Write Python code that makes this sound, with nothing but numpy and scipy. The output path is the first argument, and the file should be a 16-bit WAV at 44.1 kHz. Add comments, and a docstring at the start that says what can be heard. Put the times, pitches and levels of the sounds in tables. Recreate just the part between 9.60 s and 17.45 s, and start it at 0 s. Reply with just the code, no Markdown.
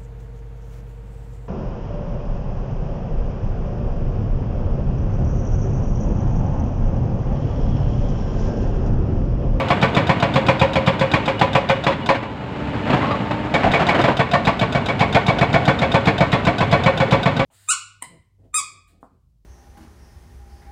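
"""A hydraulic breaker on an excavator hammers a rock face some way off in an open quarry.
Before each blow the control valve snaps over; the impact then thumps the ground, crushes rock and
excites the damped modes of chisel, housing and boom. In a pause the hammering stops, loose rock
knocks and slides down the face and steel squeals on stone. The diesel and its pump run throughout.
Ground and walls reflect the sounds of steel and rock, and distance dulls the treble."""
import sys
import numpy as np
from scipy import signal
from scipy.fft import rfft, irfft, next_fast_len
from scipy.io import wavfile

SR = 44100
rng = np.random.default_rng(int(sys.argv[2]) if len(sys.argv) > 2 else 0)


def dump(signal):
    """Clip the signal to [-1, 1] and save it as 16-bit WAV at the path in sys.argv[1]."""
    limited = np.clip(np.atleast_2d(signal).T, -1, 1)
    pcm = np.round(limited * 32767).astype(np.int16)
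    wavfile.write(sys.argv[1], SR, pcm)


N = 346185

# Spectrum of the diesel's roar. Each row: frequency in Hz, relative level in dB.
DIESEL_SPECTRUM = [(25, -50.5), (50, -12.5), (122, -1.5), (153, -4), (180, -5.5), (261, -5), (329, -17),
                   (405, -10), (476, -13), (870, -14.5), (1070, -18), (2580, -24), (5000, -38.5),
                   (16000, -36.5)]
# Engine as heard: its level ducks after the hammering and swells back as the recorder's gain recovers.
# Each row: time in seconds, heard diesel level in dB, pump pitch in Hz, pump and whine levels in dB.
ENGINE_AS_HEARD = [(0, -20, 308, -35, -40), (1, -22.5, 309, -30.5, -47), (1.9, -23.5, 303.4, -39, -43),
                   (2.4, -26, 305.3, -38.5, -43), (2.75, -28.5, 289.8, -39, -48),
                   (3.2, -22.5, 300, -33, -47), (3.5, -23, 290.8, -29, -46), (3.85, -22.5, 306.2, -30, -47),
                   (4.3, -24.5, 308.5, -48, -50), (6, -21.5, 306.2, -35, -48), (7.85, -21.5, 307, -47, -56)]
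# Spectrum of loose stones. Each row: frequency in Hz, relative level in dB.
STONE_SPECTRUM = [(47, -49), (80, -20), (160, -0.5), (309, -1.5), (445, -4), (687, -0.5), (1100, -7.5),
                  (1550, -8.5), (2900, -15), (5000, -30), (16000, -35.5)]
# Rock slides. Each row: start in seconds, swell in ms, start of decay in ms, t60 in seconds, level in dB.
ROCK_SLIDES = [(3.23, 77, 117, 1.33, -18), (3.96, 39, 550, 0.28, -20.5)]
# Steel dragging on rock. One row: swell in ms, length in ms, pitch in Hz, rise in Hz/s, level in dB.
STEEL_DRAG = (28, 157, 1071, 480, -22.5)
# Loose parts ringing. Each row: start in seconds, frequency in Hz, level in dB, length in ms.
PART_CLINKS = [(3.334, 320, -23, 33), (3.415, 2090, -25.5, 11), (3.465, 4070, -35, 11),
               (3.465, 5370, -37, 10), (3.503, 4800, -41, 6), (3.515, 3860, -42, 21), (4.04, 214, -19, 72),
               (4.035, 758, -16, 40), (4.48, 865, -13.5, 23.4)]
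# Knocks of tool and stones. Each row: start in seconds, grit in dB, thud in dB, length in ms.
LOOSE_KNOCKS = [(2.308, -19, -30, 24), (2.545, -16.5, -24, 14), (2.627, -25.5, -38, 8.2),
                (3.3, -16.5, -18, 8.2), (3.33, -14, -8.5, 17), (3.42, -25, -22, 8), (3.509, -18.5, -20, 11),
                (3.549, -22, -22, 4.6), (3.599, -32, -17, 9.9), (3.708, -16.5, -22, 9.9),
                (4.032, -15.5, -24, 20), (4.072, -19.5, -32, 9.4), (4.194, -14, -22, 32),
                (4.344, -13.5, -33, 17), (4.388, -13, -31, 15), (4.479, -13.5, -23, 11),
                (4.515, -16.5, -23, 4.2)]
# The valve's spool hits its stop and rebounds. Each row: delay in ms, relative level in dB.
SPOOL_TOUCHES = [(0, 19), (3.6, 12), (6.8, 15.5), (11, 8.5), (15, 1.5)]
# Modes of the valve. Each row: frequency in Hz, relative level in dB, t60 in seconds.
VALVE_MODES = [(696, 7.5, 0.049), (1503, 5, 0.059), (2560, 0, 0.011), (3066, -1.5, 0.018), (3460, 4, 0.01),
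               (3728, 5.5, 0.011), (4050, -4.5, 0.0093), (4880, -8, 0.017), (7200, -15, 0.008)]
# The chisel's two clear rings, damped as it settles on the rock.
# Each row: frequency in Hz, free ringing in ms, t60 in seconds, lingering part in dB.
CHISEL_RINGS = [(537.6, 36.3, 0.075, -45), (2261, 21.2, 0.038, -16)]
# The chisel's seat in the rock.
# Each row: time in seconds, depth from 0 (hard seat) to 1 (sunk in), low ring in dB, high ring in dB.
CHISEL_SEAT = [(0, 0.56, -24, -28), (.45, .3, -24, -21), (.7, .1, -14.5, -28), (1.5, 0.2, -17.5, -32),
               (2.25, 0.2, -15.5, -29), (2.499, 0.55, -24, -24), (3.9, 0.64, -36, -14.5),
               (4.6, .64, -34, -23.5), (5.4, 0.66, -30, -19), (5.9, 0.94, -38, -16.5),
               (6.25, .66, -12.5, -20.5), (6.5, 0.73, -30, -17), (7, 0.59, -27, -25.5),
               (7.15, 0.84, -15, -21), (7.85, 0.55, -23, -21.5)]
# Modes of chisel, housing and boom.
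# Each row: frequency in Hz, relative dB on a hard seat, relative dB sunk in, free t60 in seconds.
STEEL_MODES = [(319.6, -13, -10.5, 0.16), (447, -15, -3.5, .12), (551.7, -4.5, -3.5, 0.12),
               (589, -6.5, -4, 0.047), (715, -6.5, 3, 0.048), (735, -4, -5.5, 0.15), (817, -9, -5, .13),
               (817.6, -1.5, -7, .13), (913.5, -5, -8, 0.058), (988.3, -1.5, -12, 0.15),
               (1113, -5, -6, 0.099), (1150, -7.5, -9, 0.095), (1514, -10, -7.5, 0.061),
               (1614, -16, -19.5, 0.12), (1820, -12, -6, 0.067), (1887, -21, -25.5, 0.054),
               (2207, -7.5, -10, 0.089), (2414, -7, -25.5, 0.024), (2580, -11.5, -14, 0.072),
               (2784, -11.5, -34.5, 0.08), (3430, -11, -15.5, 0.058), (4076, -27.5, -23.5, 0.043)]
# Spectrum of rock being crushed. Each row: frequency in Hz, relative level in dB.
CRUSH_SPECTRUM = [(120, -22.5), (200, -10), (367, 2.5), (515, -21.5), (712, 10.5), (1130, 2.5), (1520, -6),
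                  (2310, -8), (2680, -18), (3510, -21.5), (5000, -28.5), (16000, -34)]
# Piston blows. Each row: start in seconds, rattle and ground thump in relative dB, valve lead in ms.
PISTON_BLOWS = [(0.0, -15.5, -40, 15), (0.103, -6, -20, 19), (0.226, -4.5, -16, 12), (0.365, -6, -16, 17),
                (0.493, -6, -15.5, 24), (0.625, -6.5, -17.5, 25.5), (0.758, -6, -15.5, 19.5),
                (0.885, -4, -15.5, 20), (1.014, -5.5, -14.5, 19), (1.156, -7.5, -16.5, 23),
                (1.273, -6.5, -15.5, 11), (1.41, -8.5, -19.5, 16), (1.537, -4.5, -19, 22),
                (1.678, -9, -27.5, 21), (1.813, -4.5, -18, 19.5), (1.951, -5, -19, 20),
                (2.097, -5.5, -19.5, 8), (2.266, -5, -20.5, 28), (2.489, -3, -24.5, 28.5),
                (3.941, -5.5, -21, 1.5), (4.137, -7, -25, 21), (4.288, -5, -24, 21),
                (4.439, -6.5, -24, 25.5), (4.592, -6.5, -17.5, 23.5), (4.735, -5, -17, 21.5),
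                (4.871, -4.5, -16.5, 20), (5.012, -8.5, -19, 19), (5.149, -9.5, -19.5, 25),
                (5.285, -10.5, -36, 25.5), (5.406, -4.5, -15.5, 13), (5.547, -2, -16.5, 21),
                (5.682, -6, -15, 17.5), (5.811, -6, -15, 25.5), (5.94, -5, -17, 11), (6.078, -4.5, -15, 25),
                (6.217, -7.5, -19.5, 28), (6.342, -4.5, -14.5, 25), (6.471, -4.5, -13, 16),
                (6.606, -6, -14, 26), (6.728, -5.5, -14.5, 10), (6.868, -6.5, -14, 17.5),
                (7.006, -7, -17, 23.5), (7.126, -5, -13, 13.5), (7.26, -5.5, -13.5, 23.5),
                (7.401, -6.5, -16, 26.5), (7.522, -4.5, -13, 12.5), (7.657, -7.5, -13.5, 27),
                (7.793, -8.5, -18, 27.5)]
# Reflections from ground and walls. Each row: delay in seconds, level in dB before filtering.
REFLECTIONS = [(0.016, -18.5), (0.058, -15), (.14, -23)]
# Response of the air path and microphone. Each row: frequency in Hz, gain in dB.
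PATH_RESPONSE = [(30, 1.5), (70, 1.5), (4000, -1.5), (5000, -5.5), (6000, -13.5), (6600, -12),
                 (7000, -13.5), (7400, -12), (8300, -19.5), (10500, -31.5), (12500, -36.5), (15300, -28.5)]


def from_db(db):
    """Amplitude ratio of a level in dB."""
    return 10 ** (np.asarray(db) / 20)


def rms_one(x):
    """Normalisation to an rms of 1."""
    return x / np.sqrt(np.mean(x ** 2) + 1e-20)


def curves_at(rows, times):
    """Linear interpolation of a table's columns at times in seconds."""
    s, *columns = np.transpose(rows)
    return [np.interp(times, s, column) for column in columns]


def gains(spectrum, size):
    """Gain at every bin of a transform, interpolated over log frequency."""
    hz, db = np.transpose(spectrum)
    return from_db(np.interp(np.log(np.fft.rfftfreq(size, 1 / SR) + 1), np.log(hz), db))


def coloured(x, spectrum):
    """Spectral shaping that preserves the power of white noise."""
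    size = next_fast_len(len(x))
    return irfft(rfft(x, size) * rms_one(gains(spectrum, size)), size)[:len(x)]


def highpass(x, hz):
    """Second-order high-pass filtering."""
    return signal.sosfilt(signal.butter(2, hz, "high", fs=SR, output="sos"), x)


def drift(hz):
    """Slow random fluctuation: low-passed noise of rms 1."""
    r = np.exp(-80 * np.pi * hz / SR)
    slow = signal.lfilter([1], [1, -2 * r, r * r], rng.standard_normal(N // 40 + 2002))[2000:]
    return np.interp(np.arange(N) / 40, np.arange(len(slow)), rms_one(slow))


def ring(drive, hz, t60):
    """Forced response of one damped mode; it preserves the power of white noise."""
    r, w = from_db(-60 / (t60 * SR)), 2 * np.pi * hz / SR
    return signal.lfilter([0, 2 * np.sin(w) * np.sqrt(1 - r)], [1, -2 * r * np.cos(w), r * r],
                          drive + 1e-18)


def add(out, s, piece):
    """Superposition of a piece at a time in seconds."""
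    at = round(s * SR)
    piece = piece[max(-at, 0):N - at]
    out[max(at, 0):max(at, 0) + len(piece)] += piece


def burst(hold_ms, t60, rise_ms, size=9000):
    """Envelope with a linear rise and exponential decay from hold_ms on."""
    ms = np.arange(size) / SR * 1000
    return np.minimum(ms / rise_ms, 1) * from_db(-.06 * np.maximum(ms - hold_ms, 0) / t60)


def quarry(x, tail_t60=0.94, tail_db=-14):
    """Reverberation: rough rock faces return smeared, dull echoes and a scattered tail."""
    t = np.arange(SR // 2) / SR
    decay = rms_one(from_db(-60 * t / tail_t60))
    envelope = from_db(tail_db) * decay * np.minimum(t / 0.0053, 1) / np.sqrt(len(t))
    for s, db in REFLECTIONS:
        envelope[round(s * SR):round(s * SR) + 200] += from_db(db) / np.sqrt(200)
    scatter = envelope * rng.standard_normal(len(t))
    response = signal.lfilter(*signal.butter(1, [280, 3500], "band", fs=SR), scatter)
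    return x + signal.fftconvolve(x, response)[:N]


def engine(pistons=9, firings_per_turn=3, whine_hz=2910):
    """Periodic forcing: firings modulate a roar and pump pistons give harmonics, under a thin whine."""
    heard_db, pump_hz, pump_db, whine_db = curves_at(ENGINE_AS_HEARD, np.arange(N) / SR)
    turns = np.cumsum(pump_hz * (1 + 0.0034 * drift(12.3))) / SR / pistons
    firing = 1 + 0.15 * np.cos(2 * np.pi * firings_per_turn * turns)
    firing += 0.054 * np.cos(np.pi * turns)   # cylinders differ over two turns
    flicker = from_db(.8 * drift(25))
    roar = coloured(rms_one(firing * flicker * rng.standard_normal(N)), DIESEL_SPECTRUM)
    pump = sum(from_db(db + 1.2 * drift(8.9)) * np.sin(2 * np.pi * k * pistons * turns)
               for k, db in enumerate([2, -5.5, -1.5, -14], start=1))
    whine_gain = from_db(whine_db + 4.6 * drift(30))
    whine_pitch = whine_hz * (1 + 0.0022 * drift(26) + .008 * drift(1.3))
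    whine = whine_gain * np.sin(2 * np.pi * np.cumsum(whine_pitch) / SR)
    return from_db(heard_db) * roar + from_db(pump_db) * pump + whine


def slide(clicks_per_s=2500):
    """Shot noise: dense, uneven collisions of stones merge into a rush that swells and dies away."""
    sizes = from_db(3.1 * np.minimum(rng.exponential(1, N), 4)) * rng.choice([-1, 1], N)
    clicks = sizes * (rng.random(N) < clicks_per_s / SR)
    grains = rms_one(clicks + 0.25 * rng.standard_normal(N))
    stones = coloured(grains, STONE_SPECTRUM) + from_db(-22) * highpass(grains, 3500)
    flow = np.zeros(N)
    for s, swell_ms, hold_ms, t60, db in ROCK_SLIDES:
        add(flow, s, from_db(db) * burst(hold_ms, t60, swell_ms, size=2 * SR))
    return flow * from_db(1.5 * drift(25)) * stones


def squeal(start_s=3.39):
    """Friction: steel dragging on rock gives a rough, rising tone."""
    swell_ms, ms, hz, rise_hz_per_s, db = STEEL_DRAG
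    drag = np.zeros(N)
    add(drag, start_s, from_db(db) * burst(ms, 0.037, swell_ms, size=SR))
    pitch = hz + rise_hz_per_s * np.clip(np.arange(N) / SR - start_s, 0, ms / 1000)
    pitch *= 1 + 0.052 * drift(46)
    return drag * from_db(4.1 * drift(30)) * np.sin(2 * np.pi * np.cumsum(pitch) / SR)


def clinks():
    """Resonance: a short noise burst excites one mode of each loose part."""
    out = np.zeros(N)
    for s, hz, db, ms in PART_CLINKS:
        drive = rng.standard_normal(9000) * burst(ms, 0.047, 3.6)
        add(out, s, from_db(db) * ring(drive, hz, t60=.025))
    return out


def thump(hz=152, length_s=0.0174, rebound_db=-11.5):
    """Transient vibration of the ground: a few swings, then a weaker, slower rebound."""
    t = np.arange(round(length_s * SR)) / SR
    hump = np.sin(np.pi * t / t[-1]) ** 1.34
    push = -np.sin(2 * np.pi * hz * t) * hump
    rebound = from_db(rebound_db) * np.sin(2 * np.pi * 0.854 * hz * t) * hump
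    return np.concatenate([push, rebound])


def knocks():
    """Inelastic impacts: bursts of grit over a thud, brightened by fresh chips."""
    grit, thud = np.zeros((2, N))
    for s, grit_db, thud_db, ms in LOOSE_KNOCKS:
        add(grit, s, from_db(grit_db) * rng.standard_normal(9000) * burst(ms, 0.079, 1.5))
        add(thud, s, from_db(thud_db) * thump())
    chips = from_db(-22) * highpass(grit, 4000)
    return coloured(grit, STONE_SPECTRUM) + chips + thud


def valve(rise_db_per_s=0.18, spread_db=0.9):
    """Impulse excitation: the rebounding spool rings the valve before each blow, and oil hisses."""
    snap, oil = np.zeros((2, N))
    touch_ms, touch_db = np.transpose(SPOOL_TOUCHES)
    touches = np.bincount((touch_ms * SR / 1000).astype(int), from_db(touch_db), 9000)
    for s, *_, lead_ms in PISTON_BLOWS:
        noise = rng.standard_normal(9000)
        gain = from_db(-21.5 + rise_db_per_s * s + spread_db * noise[0])
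        rattle = noise * burst(3.9, 0.073, 0.94)
        add(snap, s - lead_ms / 1000, gain * (from_db(-2.5) * rattle + touches))
        add(oil, s - lead_ms / 1000, gain * rattle)
    modes = sum((-1) ** k * from_db(db) * ring(snap, hz, t60)
                for k, (hz, db, t60) in enumerate(VALVE_MODES))
    return from_db(-9.5) * modes + from_db(1) * highpass(oil, 4500)


def chisel(spread_db=1.8, flutter_db=3):
    """Free vibration: each blow starts two clear rings, whose levels depend on the seat."""
    out, t = np.zeros(N), np.arange(9000) / SR
    linger = burst(hold_ms=30, t60=0.39, rise_ms=25)
    for s, *_ in PISTON_BLOWS:
        levels_db = curves_at(CHISEL_SEAT, s)[1:] + spread_db * rng.standard_normal(2)
        for (hz, free_ms, t60, linger_db), db in zip(CHISEL_RINGS, levels_db):
            envelope = burst(free_ms, t60, 0.85) + from_db(linger_db) * linger
            add(out, s, from_db(db) * np.sin(2 * np.pi * hz * t) * envelope)
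    return out * from_db(flutter_db * drift(40))


def breaker(repeated=.35, spread_db=1.5, held_t60=.09, bounce_s=.021):
    """Modal response to impact: blows crush rock and shake the steel, whose modes the seat weights."""
    shake, crack, ground = np.zeros((3, N))
    starts = np.array(PISTON_BLOWS)[:, 0]
    depths = curves_at(CHISEL_SEAT, starts)[0]
    common = rng.standard_normal((2, 9000))   # the part of rattle and bounce that every blow repeats
    crumble = from_db(-21) * burst(33, 0.4, 22)   # grit keeps falling
    for (s, db, thump_db, _), sunk in zip(PISTON_BLOWS, depths):
        fresh = rng.standard_normal((2, 9000))
        rattle, bounce = repeated * common + np.sqrt(1 - repeated ** 2) * fresh
        strike = from_db(3 - 5 * sunk) * burst(1.57, 0.017, 0.27)   # hardest on bare rock
        hold = burst(8.6 + 14 * sunk, 0.11, 0.75)
        add(shake, s, from_db(db) * rattle * (strike + hold + crumble))
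        bounce_db = db - 15 + 14.5 * sunk   # one bounce, stronger when sunk in
        add(shake, s + bounce_s, from_db(bounce_db) * bounce * burst(3.7, 0.056, 0.97))
        add(crack, s, from_db(-17.5 + 0.85 * db) * rattle * burst(6.7, 0.15, 0.26))
        add(ground, s, from_db(thump_db + 9.5) * thump())
    latest_blow = np.maximum(np.searchsorted(starts, np.arange(N) / SR) - 1, 0)
    uneven_db = spread_db * rng.standard_normal((len(starts), len(STEEL_MODES)))
    steel = np.zeros(N)
    for k, (hz, hard_db, sunk_db, t60) in enumerate(STEEL_MODES):
        mode_db = hard_db + depths * (sunk_db - hard_db) + uneven_db[:, k]
        drive = from_db(mode_db)[latest_blow] * shake
        steel += (-1) ** k * ring(drive, hz, min(t60, held_t60))   # pressed on rock, no mode rings long
    crush = coloured(shake, CRUSH_SPECTRUM)
    bright_crack = highpass(coloured(crack, CRUSH_SPECTRUM), 2600)
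    return from_db(-13) * steel + from_db(-8.5) * crush + from_db(22.5) * bright_crack + ground


def scene():
    """Superposition in one channel: the reverberant work at the rock face and the direct engine."""
    work = breaker() + valve() + chisel() + knocks() + clinks() + slide() + squeal()
    return (quarry(work) + engine())[None]


def record(dry, cutoff_hz=15450):
    """Air absorption and the microphone dull the treble; saturation rounds peaks; the top is cut."""
    size = next_fast_len(N)
    heard = irfft(rfft(dry, size) * gains(PATH_RESPONSE, size), size)[:, :N]
    lowpass = signal.ellip(10, .5, 70, cutoff_hz, fs=SR, output="sos")
    return signal.sosfilt(lowpass, 1.196 * np.tanh(heard / 1.38))


dry = scene()
out = record(dry)
dump(out)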